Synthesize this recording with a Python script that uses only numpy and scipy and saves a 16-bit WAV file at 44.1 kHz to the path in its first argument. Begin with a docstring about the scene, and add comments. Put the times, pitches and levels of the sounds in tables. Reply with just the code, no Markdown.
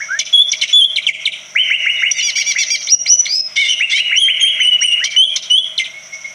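"""A small walled yard: a caged leafbird sings close to the microphone, a second bird is further off.
The near bird whistles, chips and buzzes with harmonic voices and rasps with both sides of its syrinx.
The second bird's slurs climb and level off. Scattered reflections make the yard's answer to each note.
Filtered noise gives open air and a high hiss, wandering sines a faint hum, soft pips a distant call."""
import sys
import numpy as np
from scipy import signal
from scipy.fft import rfft, irfft, next_fast_len
from scipy.io import wavfile
from scipy.ndimage import uniform_filter1d, minimum_filter1d

SR = 44100
rng = np.random.default_rng(int(sys.argv[2]) if len(sys.argv) > 2 else 0)


def output_pcm(signal):
    """Save a mono or channel-first signal as 16-bit PCM at the path in sys.argv[1].

    Samples are clipped to [-1, 1] before scaling.
    """
    pcm = np.clip(np.atleast_2d(signal).T, -1, 1) * 32767
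    wavfile.write(sys.argv[1], SR, np.round(pcm).astype(np.int16))


N = 279594
TIME = np.arange(N) / SR


def from_db(db):
    """Decibels to amplitude gain."""
    return 10 ** (np.asarray(db) / 20)


def rms_one(x):
    """Scale to rms 1."""
    return x / np.sqrt(np.mean(x ** 2) + 1e-20)


def colour(x, spectrum):
    """Filter by a curve of f/Hz, level/dB, interpolated over log frequency."""
    hz, db = np.transpose(spectrum)
    bins = np.linspace(1, SR / 2, len(x) // 2 + 1)
    gain = from_db(np.interp(np.log(bins), np.log(hz), db))
    return irfft(rfft(x) * gain, len(x))


def flutter(size, rate_hz):
    """Smooth random wander of rms 1: white noise through a double one-pole low-pass."""
    r = np.exp(-2 * np.pi * rate_hz / SR)
    noise = rng.standard_normal(size + SR // 10)  # the extra lead-in lets the filter settle
    return rms_one(signal.lfilter([1], [1, -2 * r, r * r], noise)[-size:])


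def add(out, start, note):
    """Place a note at its start time in seconds."""
    at = max(int(start * SR), 0)
    out[at:at + len(note)] += note[:N - at]


def progress(length):
    """Runs from 0 to 1 over a note of this many seconds."""
    return np.linspace(0, 1, int(length * SR))


def gate(size, edge_s=0.001):
    """The airflow opens and shuts along smooth cosine edges."""
    return signal.windows.tukey(size, min(1, 2 * edge_s * SR / size))


def phase_of(hz, rough, tremble=0.0035, jitter=0.15):
    """One side of the syrinx: a slight pitch tremble, and fast jitter when it is rough."""
    unsteady = tremble * flutter(len(hz), 100) + jitter * rough * flutter(len(hz), 740)
    return 2 * np.pi * np.cumsum(hz * (1 + unsteady)) / SR


def turbulence(phase, grit_db=4):
    """Throat noise escapes in uneven spurts, swelling once in each cycle of the valve."""
    # noise colour in the throat: f/Hz, relative level/dB per Hz
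    throat_noise = [(500, -24), (1400, -15.5), (2100, 18), (6000, 20.5), (9500, -24.5), (15000, -25)]
    size = len(phase)
    noise = rms_one(colour(rng.standard_normal(next_fast_len(size)), throat_noise)[:size])
    return noise * (1 + .5 * np.sin(phase)) * from_db(grit_db * flutter(size, 470))


def voice(hz, db, rough, harmonics_db, noise_db=-9, onset_overtone=0, edge_s=0.003534, shimmer_db=6,
          flicker_db=3):
    """One syrinx voice with its harmonics; roughness shakes its strength and adds air noise."""
    size, phase = len(hz), phase_of(hz, rough)
    partials = []
    for k, harmonic_db in enumerate(harmonics_db, 1):
        below_nyquist = k * hz < SR / 2
        partials.append(from_db(harmonic_db) * np.sin(k * phase) * below_nyquist)
    # the beak opens widest in mid-note and lets out the upper harmonics
    gape = 0.15 + 1.443 * np.sin(np.linspace(0, np.pi, size)) ** 2
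    upper = sum(partials[2:]) * gape * from_db(flicker_db * flutter(size, 200))
    # the valve swings lopsidedly while it starts, which brings out the octave
    octave = onset_overtone * np.exp(-(TIME[:size] / 0.0282) ** 2) * np.sin(2 * phase)
    air_noise = rough * from_db(noise_db) * turbulence(phase)
    tone = sum(partials[:2]) + upper + octave + air_noise
    return tone * from_db(db + shimmer_db * rough * flutter(size, 480)) * gate(size, edge_s)


def glide(length, start_hz, end_hz, bend_s, bend_hz, half_width_s=0.026):
    """Pitch slides evenly from start to end, with one smooth dip or lift added."""
    u = progress(length)
    bend = bend_hz * np.exp(-((u * length - bend_s) / half_width_s) ** 2)
    return start_hz + (end_hz - start_hz) * u + bend


def background(air_db=-29.0, waver_db=3.5, hum_db=13):
    """Open air, a wavering high hiss and the hum of a far motor, its sines wandering in phase."""
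    # yard air: f/Hz, relative level/dB per Hz
    air_curve = [(25, -15.5), (60, 8.5), (100, 5), (170, 17), (300, 10.5), (520, 13), (630, 27),
                 (760, 13.5), (1250, 11), (2200, 15.5), (3300, 6.5), (4600, -0.5), (7800, 1.5),
                 (10600, -0.5), (15500, 2.5)]
    # colour of the high hiss: f/Hz, relative level/dB
    hiss_curve = [(4000, -31), (5000, -3), (5700, 9.5), (6100, 3.5), (6700, -5), (7100, -27), (9000, -22)]
    # strength of the hiss ahead of its waver: t/s, level/dB
    hiss_level = [(0, -28), (.4, -45), (.68, -21.5), (.9, -44), (1.25, -38.5), (2.0, -35), (2.8, -20.5),
                  (3.5, -46), (5.85, -44), (6.1, -34), (6.34, -32)]
    # hum partials: f/Hz, rms level/dB before the common hum_db lift
    hum_partials = [(102.3, -61.5), (150.7, -56), (199.2, -59.5), (344.5, -63), (629.8, -51)]
    size = next_fast_len(N)
    air = from_db(air_db) * rms_one(colour(rng.standard_normal(size), air_curve)[:N])
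    hiss = rms_one(colour(rng.standard_normal(size), hiss_curve)[:N])
    hiss = hiss * from_db(np.interp(TIME, *np.transpose(hiss_level)) + waver_db * flutter(N, 24))
    hum = np.zeros(N)
    for hz, db in hum_partials:
        phase = 2 * np.pi * hz * TIME + .7 * flutter(N, 3.0)
        hum += from_db(db + hum_db) * np.sqrt(2) * np.sin(phase)
    return air + hiss + hum


def slurs(start_hz=1297.1, bend=2.8, onset_db=-16, level_db=2):
    """The second bird's pitch climbs steeply and levels off; early and late levels shape each note."""
    # slurs: t/s, length/s, top f/Hz, nominal early level/dB, nominal top level/dB
    slur_notes = [ (.0, .038, 2263, -15.5, -21), (1.549, .077, 3126, -7, -2), (1.699, .072, 2917, -9, -3),
                  (1.856, .072, 2955, -8, -5), (2.02, .080, 2983, -4.5, -5.5),
                  (2.183, 0.031, 3031, -29, -9), (2.371, .078, 2957, -22.5, -18.5),
                  (2.548, .07, 2777, -16.5, -16), (3.796, .062, 2859, -16, -4),
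                  (3.969, 0.06, 2949, -11.5, -0.5), (4.112, 0.084, 3047, -9.5, -8),
                  (4.276, 0.052, 3103, -7.5, -1.5), (4.431, .082, 3063, -12, -5.5),
                  (4.59, 0.082, 3000, -15, -9), (4.809, 0.086, 3000, -14.5, -5),
                  (4.999, .11, 2369, -19, -10.5)]
    # harmonics from the first up: relative level/dB
    harmonics_db = [5, -44.5, -28, -33.5]
    out = np.zeros(N)
    for s, length, top_hz, first_db, top_db in slur_notes:
        u = progress(length)
        hz = top_hz + (start_hz - top_hz) * (1 - u) ** bend
        early = [first_db + onset_db, first_db - 2.5, first_db + 5]
        late = [top_db - 7.5, top_db + 1, top_db - 19.5]
        db = np.interp(u, [0, .13, .22, .36, .65, 1], early + late)
        add(out, s, voice(hz, db + level_db, 0.01, harmonics_db, noise_db=-10.5))
    return out


def cut_lows(x):
    """A steep high-pass: nothing sounds below about 1.1 kHz."""
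    return signal.sosfilt(signal.butter(6, 1150, "high", fs=SR, output="sos"), x)


def yard(x, echoes, unevenness_db=4, likelihood=.2):
    """Scattered reflections of uneven size, their mean strength set by the delay."""
    delay, db = np.transpose(echoes)
    t = TIME[TIME < delay[-1]]
    samples_per_ms = SR / 1000
    taps = rng.standard_normal(len(t)) * (rng.random(len(t)) < likelihood)
    taps = rms_one(taps * from_db(unevenness_db * np.tanh(flutter(len(t), 280))))
    decay = from_db(np.interp(t, delay, db)) * (t > delay[0])
    response = taps * decay / np.sqrt(samples_per_ms)
    return signal.fftconvolve(x, response)[:N]


def whistles(notes, harmonics_db, rough, onset_overtone=0, noise_db=-15, edge_db=21):
    """Held notes: a quick swell, a slowly sagging hold and a quick release."""
    attack_s, release_s, sag_db_per_s = 0.0181, 0.011, 7
    out = np.zeros(N)
    for s, length, start_hz, end_hz, bend_s, bend_hz, db, overtones_db in notes:
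        t = progress(length) * length
        swell = np.maximum(1 - t / attack_s, 0)
        release = np.maximum(1 - (length - t) / release_s, 0)
        level = db - edge_db * (swell + release) - sag_db_per_s * t
        harmonics = [harmonics_db[0]] + [h + overtones_db for h in harmonics_db[1:]]
        hz = glide(length, start_hz, end_hz, bend_s, bend_hz)
        octave = onset_overtone * from_db(overtones_db)
        add(out, s, voice(hz, level, rough, harmonics, noise_db, octave, edge_s=0.0013))
    return out


def chips(bend=1.6, fade_db=13, attack_s=0.012, attack_db=8, puff_db=-27):
    """Pitch drops fast, then flattens as the note fades; a thin puff of air leaves the beak with it."""
    # falling chips: t/s, length/s, start f/Hz, end f/Hz, nominal level/dB, roughness/0-1
    chip_notes = [ (0.189, 0.028, 6900, 1850, 4.5, 0.4), (0.515, 0.025, 7400, 1915, -4, 0.2),
                  (0.612, .030, 4579, 2048, 7, 0.4), (0.958, 0.032, 4512, 2050, 0.5, 0.06),
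                  (1.066, 0.036, 3572, 2004, 17, 0.06), (1.254, 0.026, 4345, 2064, 12, .05),
                  (2.113, 0.0061, 6247, 5194, 18.5, 0.3), (2.869, 0.0087, 4425, 1895, -15.5, 0.48),
                  (3.058, 0.0074, 3846, 1750, -8.5, 0), (3.251, 0.018, 5733, 1667, -17, 0.48),
                  (5.039, 0.024, 5601, 2640, -0.5, 0.63), (5.359, .019, 7035, 2775, -2.5, 0.45),
                  (5.777, 0.027, 4465, 2188, 4, .1), (5.792, 0.03044, 2159, 2084, -4.5, 0.17)]
    # harmonics from the first up: relative level/dB
    harmonics_db = [1, -30, -19.5, -47]
    puff_band = signal.butter(4, [5500, 11000], "band", fs=SR, output="sos")
    out = np.zeros(N)
    for s, length, start_hz, end_hz, db, rough in chip_notes:
        u = progress(length)
        fall = (1 - np.exp(-bend * u)) / (1 - np.exp(-bend))
        hz = start_hz + (end_hz - start_hz) * fall
        level = db + 2 - fade_db * u - attack_db * np.maximum(1 - u * length / attack_s, 0)
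        puff = rms_one(signal.sosfilt(puff_band, rng.standard_normal(len(u))))
        add(out, s, voice(hz, level, rough, harmonics_db, noise_db=-2))
        add(out, s, puff * from_db(db + puff_db) * np.sin(np.pi * u))
    return out


def piping(rough=0.11, rise=0.021):
    """Soft, rounded distant pips that rise by a small share of their pitch."""
    # distant piping: t/s, length/s, middle f/Hz, level/dB
    pip_notes = [(1.15, 0.072, 2191, -25.5), (1.957, .06, 3655, -25.5), (5.281, .07, 2398, -13.5),
                 (5.925, 0.066, 2182, -24.5), (6.118, 0.0416, 2181, -16.5), (6.238, 0.033, 2176, -13.5)]
    out = np.zeros(N)
    for s, length, middle_hz, db in pip_notes:
        hz = middle_hz * (1 + rise * (progress(length) - .5))
        add(out, s, voice(hz, db, rough, [0], noise_db=-3.0, edge_s=0.018))
    return out


def rasps(scoop=0.089, droop=.22, swell_db=4, noise_db=-20, overtones_db=-13):
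    """Two voices share one airway and modulate each other, giving sum tones and overtones."""
    # two-voiced rasps: t/s, length/s, low voice nominal f/Hz, high voice nominal f/Hz,
    # end pitch before the droop/share of nominal, nominal level/dB, roughness/0-1
    rasp_notes = [ (2.137, 0.076, 2447, 3856, 0.898, -4, 0), (2.222, 0.084, 2499, 3571, 0.894, -4.5, 0),
                  (2.354, .072, 2422, 3397, 0.95, 0, 0.2), (2.461, 0.061, 2408, 3532, 0.944, -4, 0.1),
                  (2.583, 0.055, 2426, 3675, .88, 2, 0.2), (2.702, 0.059, 2467, 3404, 0.93, 6.5, 0)]
    out = np.zeros(N)
    for s, length, low_hz, high_hz, end_share, db, rough in rasp_notes:
        u = progress(length)
        arch = 1 + (end_share - 1) * u - scoop * np.exp(-u / 0.12) - droop * np.exp((u - 1) / 0.073)
        low = phase_of(low_hz * arch, rough)
        high = phase_of(high_hz * arch, rough, tremble=0.014)
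        flow = 1.53 * np.sin(low) + 1.3 * np.sin(high)
        flow += 2.785 * np.sin(2 * low) + 1.98 * np.sin(low + high) + 0.985 * np.sin(2 * high)
        flow += 0.266 * (np.sin(2 * low + high) + np.sin(4 * low) + np.sin(2 * low + 2 * high))
        # the beak opens in mid-note and lets out the highest sum tones
        orders = [(3, 1), (0, 3), (1, 3), (4, 1), (3, 2), (0, 4), (6, 0)]
        highest = sum(np.sin(m * low + n * high) for m, n in orders)
        flow += from_db(overtones_db) * np.sin(np.pi * u) * highest
        # the air noise is strongest as the note starts and as it breaks off
        flow += from_db(noise_db) * (1 + 3 * (2 * u - 1) ** 4) * turbulence(low)
        level = from_db(db + swell_db * (u - 4.5))
        add(out, s, rms_one(flow) * level * gate(len(u), edge_s=0.0019))
    return out


def thin_whistles(bend=1.6, rough=0.08, climb_rough=.2, climb_share=.68, swell_db=30):
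    """The note grows louder and purer as it nears its top pitch, strongest on its second harmonic."""
    # thin whistles: t/s, length/s, start f/Hz, top f/Hz, level at the top/dB
    thin_notes = [(2.88, 0.0677, 1796, 2867, 7), (3.062, .078, 1947, 2946, 5), (3.269, .14, 2111, 2567, 5)]
    # harmonics from the first up: relative level/dB
    harmonics_db = [-18, 0.5, -31, -34.5, -39, -20.5]
    out = np.zeros(N)
    for s, length, start_hz, top_hz, db in thin_notes:
        to_go = np.maximum(1 - progress(length) / climb_share, 0) ** bend
        hz = top_hz + (start_hz - top_hz) * to_go
        level = db - swell_db * np.sqrt(to_go)
        add(out, s, voice(hz, level, rough + climb_rough * to_go, harmonics_db, noise_db=-24))
    return out


def buzzes(level_db=-6, clear_db=-3, attack_s=.028, swell_db=8.5, onset_rough=0.55):
    """Slow syrinx pulsing, part steady, part ragged; the throat favours the third to fifth harmonics."""
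    # nasal buzzes: t/s, length/s, start pulse rate f/Hz, end pulse rate f/Hz,
    # bend after t/s, bend f/Hz, nominal level/dB, roughness/0-1
    buzz_notes = [(3.556, 0.1417, 688.7, 715.5, .047, 60, 1.5, .3),
                  (3.894, 0.12, 690.3, 834.8, .028, -36, -4, 0.12)]
    # harmonics from the first up, ragged part: relative level/dB
    ragged_db = [-57.5, -34, -3, -4, -1, -13, -9.5, -18.5, -17, -25.5, -17.5, -17.5, -32, -24]
    # harmonics from the first up, steady part: relative level/dB
    steady_db = [-60, -29.5, -2, -4, -16.5]
    out = np.zeros(N)
    for s, length, start_hz, end_hz, bend_s, bend_hz, db, rough in buzz_notes:
        # each buzz starts soft and ragged
        starting = np.maximum(1 - progress(length) * length / attack_s, 0)
        hz = glide(length, start_hz, end_hz, bend_s, bend_hz)
        level = db - swell_db * starting
        raggedness = rough + onset_rough * starting
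        add(out, s, voice(hz, level + level_db, raggedness, ragged_db, noise_db=-8.5, shimmer_db=6))
        add(out, s, voice(hz, level + clear_db, 0, steady_db, flicker_db=2.5))
    return out


def scene(song_db=4, second_bird_db=3, piping_echo_db=-0.5):
    """The near singer, the second bird and the distant pips, with their echoes and the background."""
    # pure whistles: t/s, length/s, start f/Hz, end f/Hz (both before the bend),
    # bend after t/s, bend f/Hz, level/dB, overtone level/dB
    whistle_notes = [ (.07, .11, 1269, 1852, 0.038, 27.5, -13.5, -36),
                     (.327, 0.1088, 3357, 3524, .053, -120, 3, -6),
                     (.727, .131, 3406, 3605, .096, -410, 5, -2),
                     (4.16, .118, 2752, 3264, 0.04263, 372.5, 4, 2),
                     (4.40, .10, 3285, 3294, 0.0472, -150, 1.5, 1.5),
                     (4.597, .108, 3067, 3045, 0.0539, -170, -9, 0.5),
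                     (4.708, 0.0471, 2951, 2865, 0.0283, 19.5, -0.5, -21.5),
                     (4.806, 0.099, 2796, 2802, 0.044, 194, -4, 3),
                     (4.912, 0.028, 2884, 2825, 0.0282, 17.5, 4.5, -22.5),
                     (5.162, .084, 2907, 3561, 0.0554, -210, 6, -3.5),
                     (5.499, .096, 2885, 3491, 0.04728, -150, 2.5, -3.5)]
    # harmonics of the whistles from the first up: relative level/dB
    whistle_harmonics = [1.5, -29, -13.5, -38.5]
    # the hoarse note that ends the first buzz, columns as for the whistles
    hoarse_note = [(3.672, .072, 2595, 2796, 0.03, 327.8, -7.5, 0.0008)]
    # beak turned away from the microphone, more sound goes to the walls: t/s, echo level/dB
    beak_turn = [(0, -0.5), (1.3, -3), (2.3, 0), (3.15, 3), (3.6, -1.5), (4.5, -3.5), (5.2, 7.5), (5.8, -2)]
    # cage and ground answer first, then the walls: delay t/s, echo energy level/dB per ms
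    near_answer = [(.001, 3.5), (.01, -17.5), (0.021, -16), (.032, -28), (0.049, -39), (0.06, -26.5),
                   (.08, -32), (.1, -43), (.18, -51), (.3, -65.5), (.6, -101.5)]
    # the second bird is heard largely off the walls: delay t/s, echo energy level/dB per ms
    far_answer = [(.002, -10.5), (.015, -16.5), (.05, -25.5), (.1, -30.5), (.125, -24.5), (.145, -31.5),
                  (.168, -26), (0.188, -44), (.6, -74)]
    song = whistles(whistle_notes, whistle_harmonics, rough=.03, onset_overtone=0.276) + thin_whistles()
    song = song + whistles(hoarse_note, [10.5, -4.0, -9, -25.5], rough=0.26, noise_db=-13)
    song = from_db(song_db) * cut_lows(song + chips() + rasps() + buzzes())
    second_bird = from_db(second_bird_db) * cut_lows(slurs())
    pips = piping()
    toward_walls = song * from_db(np.interp(TIME, *np.transpose(beak_turn)))
    echoes = yard(toward_walls, near_answer)
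    far_echoes = yard(second_bird + from_db(piping_echo_db) * pips, far_answer)
    return (song + second_bird + pips + echoes + far_echoes + background())[None]


def record(dry, ceiling_db=2.0, release_db_per_s=200, split_hz=780, cutoff_hz=15600):
    """A limiter holds down the band above the hum; then microphone colour, clipping and a cut top."""
    # microphone colour: f/Hz, level/dB
    mic_curve = [(600, -19.5), (1400, -10), (1800, -17), (2100, -4), (2550, -11), (2900, -6.5), (3350, -3),
                 (4400, -12.5), (5200, -10.5), (5900, -1), (6400, -6), (7100, -13), (10000, -17),
                 (11500, -23), (15000, -29)]
    low = signal.sosfiltfilt(signal.butter(4, split_hz, fs=SR, output="sos"), dry[0])
    high = dry[0] - low
    over = np.maximum(20 * np.log10(np.abs(high) + 1e-9) - ceiling_db, 0)
    # the hold lets go at a constant rate in dB
    release = release_db_per_s * TIME
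    held = np.maximum.accumulate(over + release) - release
    # the gain is smoothed over about a millisecond
    gain_db = uniform_filter1d(minimum_filter1d(-held, size=45), size=45)
    limited = low + high * from_db(gain_db)
    padding = next_fast_len(N + SR // 10) - N
    heard = colour(np.pad(limited, (0, padding)), mic_curve)[:N]
    top_cut = signal.ellip(10, .2, 80, cutoff_hz, fs=SR, output="sos")
    return signal.sosfilt(top_cut, np.clip(heard, -.9, .9))[None]


dry = scene()
out = record(dry)
output_pcm(out)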